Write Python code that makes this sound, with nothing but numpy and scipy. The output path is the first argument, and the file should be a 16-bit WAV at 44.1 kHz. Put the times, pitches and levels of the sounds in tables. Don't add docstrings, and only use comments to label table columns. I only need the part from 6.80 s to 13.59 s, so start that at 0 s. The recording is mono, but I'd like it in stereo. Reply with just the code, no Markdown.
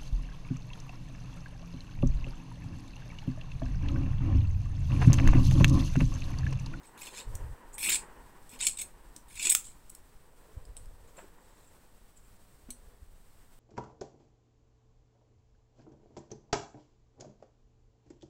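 import sys
import numpy as np
from scipy import signal
from scipy.fft import rfft, irfft, next_fast_len
from scipy.io import wavfile

SR = 44100
rng = np.random.default_rng(int(sys.argv[2]) if len(sys.argv) > 2 else 0)


def unload_wav(signal):
    wavfile.write(
        sys.argv[1],
        SR,
        np.round(np.clip(np.atleast_2d(signal).T, -1, 1) * 32767).astype(np.int16),
    )


N = 299439

CONTACT_FAVOUR_WIDTH = 0.1


def from_db(db):
    return 10 ** (np.asarray(db, float) / 20)


def rms_one(x):
    return x / np.sqrt(np.mean(x ** 2) + 1e-20)


def in_time(rows, t):
    s, *columns = np.transpose(rows)
    return [np.interp(t, s, column) for column in columns]


def coloured(spectrum):
    size = next_fast_len(N)
    hz = np.maximum(np.arange(size // 2 + 1) * SR / size, 1)
    points = np.array(spectrum, float)
    density_db = np.interp(np.log(hz), np.log(points[:, 0]), points[:, 1])
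    gain = from_db(density_db) * np.sqrt(SR / 2)
    return irfft(rfft(rng.standard_normal((2, size))) * gain, size)[:, :N]


def drift(rate_hz):
    step, warm_up = 20, 2000
    r = np.exp(-2 * np.pi * rate_hz * step / SR)
    noise = rng.standard_normal(N // step + warm_up + 2)
    slow = rms_one(signal.lfilter([1], [1, -2 * r, r * r], noise)[warm_up:])
    return np.interp(np.arange(N) / step, np.arange(len(slow)), slow)


def resonance(x, hz, width_hz):
    r = np.exp(-np.pi * width_hz / SR)
    zeros = (1 - r * r) / 2 * np.array([1, 0, -1])
    poles = [1, -2 * r * np.cos(2 * np.pi * hz / SR), r * r]
    return signal.lfilter(zeros, poles, x + 1e-18)


def dying(start_s, db, t60_s, rise_s):
    start = round(start_s * SR)
    age = np.arange(min(int(4.2 * t60_s * SR) + 2, N - start)) / SR
    shape = from_db(db - 60 * age / t60_s) * (1 - np.exp(-age / rise_s))
    return slice(start, start + len(age)), shape


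def lift_db(hz, favoured_hz, most_db, width):
    return most_db * np.exp(-(np.log(hz / favoured_hz) / width) ** 2)


def shearing():
    # (start [s], stroke length [s], first and last drive [dB], t60 after it [s],
    #   handle, rasp, middle, top modes over bright ones [dB],
    #   rasp and top loss over the stroke [dB], left over right [dB])
    strokes = [(0.03, 0.032, -64, -63.5, 0.2, 0, 8, 2.5, -2, 8, 4, 1.5),
               (0.175, 0.11, -58.5, -49.5, 0.057, -3, 3.5, 3, 1, 5.5, 4, -2),
               (0.299, 0.092, -61, -45.5, 0.15, -8, -7, 1.5, -5, 3, 4, -1),
               (0.927, 0.027, -56, -52, 0.044, -19, -19, -20, -7, -9, 0, 2.5),
               (0.977, 0.16, -44, -27, 0.12, -4, 0, -4, 0.5, 2.5, 11.5, -2),
               (1.688, 0.054, -61.5, -50.5, 0.15, -2, -5, -2, -2, -5, 3, -4),
               (1.789, 0.019, -57, -47, 0.05, -5, -4, 6.5, -6, 5, 0, -3),
               (1.807, 0.051, -35.5, -32.5, 0.23, -7, -2, -6, -24, 7, -10, 0.5),
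               (1.985, 0.044, -45, -48, 0.061, -2, -3, -3, -7, 7, -1, -1),
               (2.478, 0.18, -64, -32.5, 0.17, -2.5, -1, -2, 1.5, -4, 15, -1),
               (2.694, 0.028, -30, -30, 0.024, -21, -6, -7.5, -4, 5, -1, -1.5),
               (2.753, 0.05, -40, -50.5, 0.12, -20, -14.5, -10, -7.5, -1.5, 5, -5),
               (2.84, 0.0042, -46, -46, 0.26, -20, -13, -8, -19, -2, -4, 1.5),
               (4.27, 0.022, -71, -67.5, 0.13, -0.5, 1, 1.5, -8, 2, 0, -3.5),
               (4.362, 0.016, -58, -55, 0.21, 9, -1.5, -11.5, -22.5, 1.5, 3, -2),
               (4.57, 0.28, -78.5, -71, .4, -1.5, -2, 0.5, -11, 9, 0.5, -0.5),
               (4.85, 0.058, -75.5, -77, 0.18, 1, -8.5, -10, -11.5, -1, 3, -3),
               (5.35, 0.025, -82.5, -56, 0.068, -20, -23.5, -10, -9, 0.5, 3.5, -2.5),
               (5.43, 0.051, -69.5, -77, 0.1, -10, -6.5, -12.5, -11.5, 0, 0, -3.5)]
    # (time [s], drive [dB], t60 [s], favoured pitch [Hz], rasp lift [dB])
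    bundles = [(0.054, -52, 0.0099, 8000, 7), (0.176, -46.5, 0.012, 9700, 5),
               (0.211, -50, 0.013, 9700, 4.5), (0.2187, -44, 0.0078, 7800, 8),
               (0.2676, -44, 0.024, 7260, 4), (0.3351, -55, 0.049, 7240, 7), (0.3715, -50, 0.027, 7350, 9),
               (0.9413, -41, 0.028, 8400, 0), (0.9815, -28, 0.011, 8850, 3), (1.002, -34, 0.0085, 8300, 0),
               (1.0237, -32, 0.066, 8200, 2), (1.042, -29, 0.041, 8350, -0.5),
               (1.059, -31, 0.031, 8600, 3.5), (1.072, -27, 0.023, 8550, 1.5),
               (1.092, -30, 0.079, 7100, -2), (1.124, -24, 0.017, 7700, -0.5),
               (1.145, -15.5, 0.0058, 7540, 0), (1.155, -15, 0.021, 8000, 0), (1.8053, -32, 0.032, 7730, 0),
               (1.829, -32, 0.03, 7500, 2.5), (1.8472, -21.5, 0.015, 7930, -2),
               (1.8668, -13.5, 0.028, 7600, 2), (1.884, -29, 0.0064, 8500, 0), (1.971, -32, 0.023, 8100, 4),
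               (1.986, -25.5, 0.031, 8040, -4), (2.012, -29.5, 0.042, 8360, 6),
               (2.4844, -57.5, .02, 9240, -8), (2.5275, -43.5, 0.017, 9400, 3), (2.5596, -39, .02, 9500, 1),
               (2.5695, -46.5, 0.02, 7200, 5.5), (2.5936, -31.5, 0.013, 7280, 4),
               (2.605, -36.5, 0.0076, 7300, 1), (2.62, -30.5, 0.043, 7360, -2.5),
               (2.627, -28.5, 0.053, 7720, -3), (2.65, -20.5, 0.023, 7700, 0),
               (2.667, -22, 0.045, 8000, -4), (2.695, -18, 0.04, 7640, 0.5), (2.7208, -15, 0.026, 7400, 1),
               (2.84, -43, 0.02, 7400, -1.5)]
    # (time [s], relative level [dB])
    strands = [(0.2189, -34), (0.2584, -35), (0.2693, -34), (0.3735, -35), (0.3784, -35), (0.3824, -34),
               (0.3934, -33), (0.3984, -35), (0.4144, -39), (1.0934, -17), (1.0969, -16), (1.1044, -17),
               (1.1114, -17), (1.1194, -15), (1.1438, -14), (1.8282, -20), (1.8334, -20), (1.8472, -18),
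               (1.8677, -12), (1.8724, -15), (1.8844, -21), (1.8964, -26), (2.5955, -27), (2.6274, -17),
               (2.6703, -15), (2.6953, -12), (2.7202, -9)]
    bite_s, bundle_rise_s = 0.003, 0.002
    middle_loss_db = 1.5
    first_snap_db, strand_blow_db = 7.5, 6
    favour_db, favour_width = 7.5, 0.082
    own_share_low, own_share_high = 0.28, 0.5
    mode_wander_db, mode_wander_hz = 3, 45.0

    t = np.arange(N) / SR
    force, shares_db, pan_db = np.zeros(N), np.zeros((4, N)), np.zeros(N)
    for s, length, first_db, last_db, t60, *start_db, rasp_loss_db, top_loss_db, side_db in strokes:
        later = slice(int(s * SR) + 1, N)
        age = t[later] - s
        progress = np.minimum(age / length, 1)
        level_db = first_db + (last_db - first_db) * progress - 60 * np.maximum(age - length, 0) / t60
        force[later] += from_db(level_db) * (1 - np.exp(-age / bite_s))
        loss_db = np.outer([0, rasp_loss_db, middle_loss_db, top_loss_db], progress)
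        shares_db[:, later] = np.array(start_db)[:, None] - loss_db
        pan_db[later] = side_db

    firsts, favoured_hz = np.zeros(N), np.ones(N)
    for s, db, t60, hz, rasp_db in bundles:
        span, shape = dying(s, db, t60, bundle_rise_s)
        force[span] += shape
        firsts[span.start] = from_db(db + first_snap_db)
        favoured_hz[span.start:] = hz
        shares_db[1, span.start:span.start + round(t60 * SR)] += rasp_db
    for s, db in strands:
        firsts[round(s * SR)] = from_db(db + strand_blow_db)

    common, own = snaps(), np.array([snaps(), snaps()])
    sides = from_db(np.outer([0.5, -0.5], pan_db))

    def drive(own_share):
        texture = np.sqrt(1 - own_share) * common + np.sqrt(own_share) * own
        return sides * (firsts + force * texture)

    def strength(hz):
        wander_db = mode_wander_db * drift(mode_wander_hz)
        return from_db(wander_db + lift_db(hz, favoured_hz, favour_db, favour_width))

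    low, high = drive(own_share_low), drive(own_share_high)
    handle, rasp, middle, top = from_db(shares_db)
    return blades([low, low, low, high, high], [handle, rasp, middle, 1, top], strength)


def snaps():
    median_rate_hz, rate_wander_db, rate_wander_hz = 2200, 5.0, 200.0
    size_spread_db = 4.8
    size_db = size_spread_db * np.minimum(rng.exponential(1, N), 3.5)
    sizes = from_db(size_db) * rng.choice([-1, 1], N)
    chance = median_rate_hz * from_db(rate_wander_db * drift(rate_wander_hz)) / SR
    breaks = sizes * (rng.random(N) < chance)
    return rms_one(rms_one(breaks) + 0.42 * rng.standard_normal(N))


def blades(drives, shares, strength, turn=-1):
    # (frequency [Hz], width [Hz], gain [dB])
    handle_modes = [(250.7, 120, -1.5), (423, 190, -8)]
    rasp_modes = [(930, 170, -7), (1510, 340, -7.5), (2330, 280, 10), (2605, 320, 12)]
    middle_modes = [(1711, 380, -12.5), (2060, 430, -3.5), (2810, 1020, 6.5), (3410, 300, 10),
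                    (3620, 380, 7), (4190, 180, 7.5), (4340, 79, 9), (5040, 350, 5), (5330, 250, 6.5),
                    (6000, 350, 2.5), (6480, 280, 8)]
    bright_modes = [(7000, 200, 5.3), (7330, 310, 5), (7595, 530, 4.7), (8130, 310, 4.65),
                    (8590, 240, 2.74), (9010, 240, 3.9), (9380, 120, 5.1), (10060, 97, 1)]
    top_modes = [(10590, 500, 6.5), (12200, 900, 4.5), (12700, 770, 5.5), (14450, 480, 6), (14680, 500, 5),
                 (15580, 190, 2.3)]
    families = (handle_modes, rasp_modes, middle_modes, bright_modes, top_modes)
    out, sign = 0, 1
    for drive, share, family in zip(drives, shares, families):
        for hz, width_hz, db in family:
            ring = resonance(drive * share * strength(hz), hz, width_hz)
            out = out + sign * from_db(db) * ring
            sign = turn * sign
    return out


def ticks():
    # (time [s], relative level [dB], middle modes [dB], top modes [dB], favoured pitch [Hz])
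    contacts = [(0.5526, -25.5, -13, -4, 6060), (1.097, -26, -24, 6.5, 14900),
                (1.693, -35.5, -16, -9, 6000), (1.79, -40, -5, -4, 6650), (2.363, -27.5, -10.5, -10, 5770),
                (2.4842, -44, -22, -4, 3670), (2.748, -19, -6, -3, 4770), (2.7505, -14, -4, 0, 6100),
                (3.096, -34, -18, -9, 5870), (3.1, -30, -20.5, -2, 5780), (3.1496, -32, -15, -3, 5600),
                (3.8521, -42, -11, -15, 4940), (3.967, -35.5, -2, -5, 8930), (3.974, -43, -7, -15, 8030),
                (3.9756, -47, -8, -11, 8900), (4.057, -45.5, -14, -5, 5250),
                (5.9045, -27.5, -9, -3.5, 5900), (5.9063, -35.5, -8, 0, 9400),
                (5.9075, -38, -10, -10, 4200), (5.91, -37, -14, -10, 8370), (5.915, -51, -10, -13.5, 8820)]
    rattle_db, contact_db = -3, 10
    rattle_t60_s, low_modes_db, favour_db = 0.007, -20, 15.5
    drives, white, favoured_hz = np.zeros((5, 2, N)), rng.standard_normal((2, N)), np.ones(N)
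    for s, db, middle_db, top_db, hz in contacts:
        span, shape = dying(s, db + rattle_db, rattle_t60_s, rise_s=0.00029)
        hit = shape * white[:, span]
        hit[:, 1] += from_db(db + contact_db)
        shares = from_db([low_modes_db, low_modes_db, middle_db, 0, top_db])
        drives[:, :, span] += hit * shares[:, None, None]
        favoured_hz[span] = hz

    def strength(hz):
        return from_db(lift_db(hz, favoured_hz, favour_db, CONTACT_FAVOUR_WIDTH))

    return blades(drives, [1, 1, 1, 1, 1], strength)


def shut():
    # (time [s], blow [dB], rasp, middle, top modes [dB], favoured pitch [Hz], left over right [dB])
    shut_blow = (2.7502, -2, -12, -6, -3, 7300, -2)
    favour_db = 10
    s, db, rasp_db, middle_db, top_db, favoured_hz, pan_db = shut_blow
    start, length = round(s * SR), SR // 10
    out, blow = np.zeros((2, N)), np.zeros((2, length))
    blow[:, 0] = from_db([db + pan_db / 2, db - pan_db / 2])
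    shares = from_db([rasp_db, rasp_db, middle_db, 0, top_db])

    def strength(hz):
        return from_db(lift_db(hz, favoured_hz, favour_db, CONTACT_FAVOUR_WIDTH))

    out[:, start:start + length] = blades([blow] * 5, shares, strength, turn=1)
    return out


def knocks():
    # (time [s], thud level [dB], pitch [Hz], thud t60 [s], scrape level [dB], scrape t60 [s])
    thuds = [(1.73, -48.5, 252, 0.19, -72, .1), (2.362, -47, 294, 0.036, -73, 0.12),
             (2.7505, -22, 1250, 0.008, -64, 0.096), (4.285, -67.5, 886, .04, -63, .05),
             (4.3795, -37, 600, 0.008, -54, 0.2), (4.3845, -38, 520, 0.008, -60, 0.05),
             (4.3905, -45, 700, 0.008, -60, 0.05), (4.427, -49, 412, 0.062, -67, 0.046),
             (4.442, -44, 380, 0.05, -65, 0.046), (5.531, -63, 203, 0.1, -83, .1),
             (5.887, -41.5, 243, 0.16, -63, 0.1), (5.889, -52, 385, 0.12, -62.5, 0.088)]
    grit_cut_hz = 2200
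    dull = signal.sosfilt(signal.butter(2, grit_cut_hz, fs=SR, output="sos"), snaps())
    grit = rms_one(signal.lfilter([1, -1], [1, -1.8, 0.81], dull))
    out = np.zeros(N)
    for s, db, hz, t60, scrape_db, scrape_t60 in thuds:
        span, shape = dying(s, db, t60, rise_s=0.00054)
        out[span] += shape * np.sin(2 * np.pi * hz * np.arange(len(shape)) / SR)
        span, shape = dying(s, scrape_db, scrape_t60, rise_s=0.0015)
        out[span] += shape * grit[span]
    return out


def surroundings(x):
    near_db, near_t60_s = -12, 0.047
    room_db, room_t60_s = -6, 0.18
    age = np.arange(int(0.25 * SR)) / SR
    near, far = rng.standard_normal((2, 2, len(age))) * (age > 0.0003)
    echoes = from_db(near_db) * rms_one(near * from_db(-60 * age / near_t60_s))
    tail = from_db(room_db) * rms_one(far * from_db(-60 * age / room_t60_s))
    answer = (echoes + tail) / np.sqrt(len(age))
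    answer[:, 0] = 1
    return signal.fftconvolve(x, answer, axes=1)[:, :N]


def rumble():
    # (start [s], length [s], relative deep level [dB], upper over deep [dB], left over right [dB])
    gusts = [(0.44, 0.16, -35, -4.5, 31), (0.571, 0.2, -41.5, -1, 25), (0.8, 0.75, -60.5, -20, -1),
             (1.697, 1.03, -63.5, -17, -2), (2.807, 0.31, -69, -20, 1), (3.695, 0.23, -58.5, -6.5, 19),
             (3.841, 0.3, -48.5, -15.5, 26.5), (4.078, 0.2, -60.5, -3, 13), (5.78, 0.31, -61, -13, -5),
             (6.156, 0.28, -58, -17.5, -16.5)]
    # (frequency [Hz], power per Hz [dB])
    deep_colour = [(12, -6), (25, -1), (45, -2.5), (70, -19.5), (150, -61)]
    upper_colour = [(35, -26.5), (55, -5), (80, 0.5), (110, -5), (160, -17.5), (300, -68.5)]
    calm_db, calm_upper_db = -63, -7
    calm_wander_db, calm_wander_hz = 0.5, 3.8
    edge_s, lump_db, lump_hz = 0.043, 1.7, 11.0
    t = np.arange(N) / SR
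    calm = from_db(calm_db + calm_wander_db * drift(calm_wander_hz))
    deep = calm * np.sqrt([[0.5], [0.5]])
    upper = deep * from_db(calm_upper_db)
    for s, length, db, upper_db, pan_db in gusts:
        shape = np.clip(np.minimum(t - s, s + length - t) / edge_s, 0, 1) ** 2
        sides = np.array([[from_db(pan_db)], [1]]) / np.sqrt(1 + from_db(2 * pan_db))
        deep = deep + from_db(db) * shape * sides
        upper = upper + from_db(db + upper_db) * shape * sides
    swings = deep * rms_one(coloured(deep_colour)) + upper * rms_one(coloured(upper_colour))
    return 2 * from_db(lump_db * drift(lump_hz)) * swings


def bumps():
    # (start [s], relative level [dB], swing [Hz], left over right [dB])
    pressure_swings = [(3.767, -25.5, 61.4, 32), (5.936, -47, 29.8, -20), (6.067, -40, 36, -25.5),
                       (6.218, -34.5, 49.8, -25)]
    out = np.zeros((2, N))
    for s, db, hz, pan_db in pressure_swings:
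        turn = np.arange(int(SR / hz)) * hz / SR
        swing = from_db(db) * np.sin(2 * np.pi * turn) * np.sin(np.pi * turn) * np.sign(pan_db)
        sides = from_db([[min(pan_db, 0)], [min(-pan_db, 0)]])
        start = round(s * SR)
        out[:, start:start + len(turn)] += swing * sides
    return out


def wash():
    # (time [s], relative level [dB], relative level of hollow note [dB])
    wash_levels = [(0.0, -61, -83), (0.53, -56.5, -53.5), (0.83, -59.5, -65), (1.23, -56.5, -71),
                   (1.97, -65.5, -66), (2.8, -69, -90), (3.37, -74.5, -71), (3.74, -67.5, -60.5),
                   (4.22, -73.5, -67), (4.54, -65.5, -65), (5.5, -82.5, -79.5), (6.07, -79, -67),
                   (6.79, -78, -85)]
    # (frequency [Hz], power per Hz [dB])
    wash_colour = [(88, -42), (150, -7.5), (277, -4.5), (493, -6.5), (634, -11.5), (947, -1.5),
                   (1160, -7.5), (1260, -11.5), (1890, -10), (2170, -19.5), (3000, -22), (3900, -41.5),
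                   (6600, -120)]
    note_hz, note_width_hz = 466, 136
    alike = 0.46
    flicker_db, flicker_hz = 2.2, 15.0
    level_db, note_db = in_time(wash_levels, np.arange(N) / SR)
    note = rms_one(resonance(rng.standard_normal((2, N)), note_hz, note_width_hz))
    dull = rms_one(coloured(wash_colour))
    mid, side = from_db(level_db) * dull + from_db(note_db - 3.5) * note
    both = np.sqrt(1 + alike) * mid + np.sqrt(1 - alike) * side * [[1], [-1]]
    return both * from_db(flicker_db * drift(flicker_hz))


def room_hiss():
    # (frequency [Hz], power per Hz before flicker [dB])
    room_tone = [(20, -68), (60, -92), (150, -86.5), (500, -96.5), (1100, -98), (2300, -104), (5000, -107),
                 (10000, -109), (16000, -108)]
    flicker_db, flicker_hz = 1.2, 12.0
    drift_db, drift_hz = 1.2, 1.5
    return coloured(room_tone) * from_db(flicker_db * drift(flicker_hz) + drift_db * drift(drift_hz))


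def scene():
    near = shearing() + ticks() + shut() + knocks()
    return surroundings(near) + rumble() + bumps() + wash() + room_hiss()


def record(dry):
    # (frequency [Hz], width [Hz], gain [dB])
    left_port = [(7730, 710, 7), (8430, 400, 8.5), (2533, 1500, -1)]
    right_port = [(7400, 4400, -15.5), (8180, 1400, -24.5), (9230, 640, 9.5)]
    cutoff_hz = 15800
    out = []
    for x, port in zip(dry, (left_port, right_port)):
        for hz, width_hz, db in port:
            x = x + (from_db(db) - 1) * resonance(x, hz, width_hz)
        out.append(x)
    top_cut = signal.ellip(12, 0.5, 60, cutoff_hz, fs=SR, output="sos")
    return signal.sosfilt(top_cut, np.array(out))


dry = scene()
out = record(dry)
unload_wav(out)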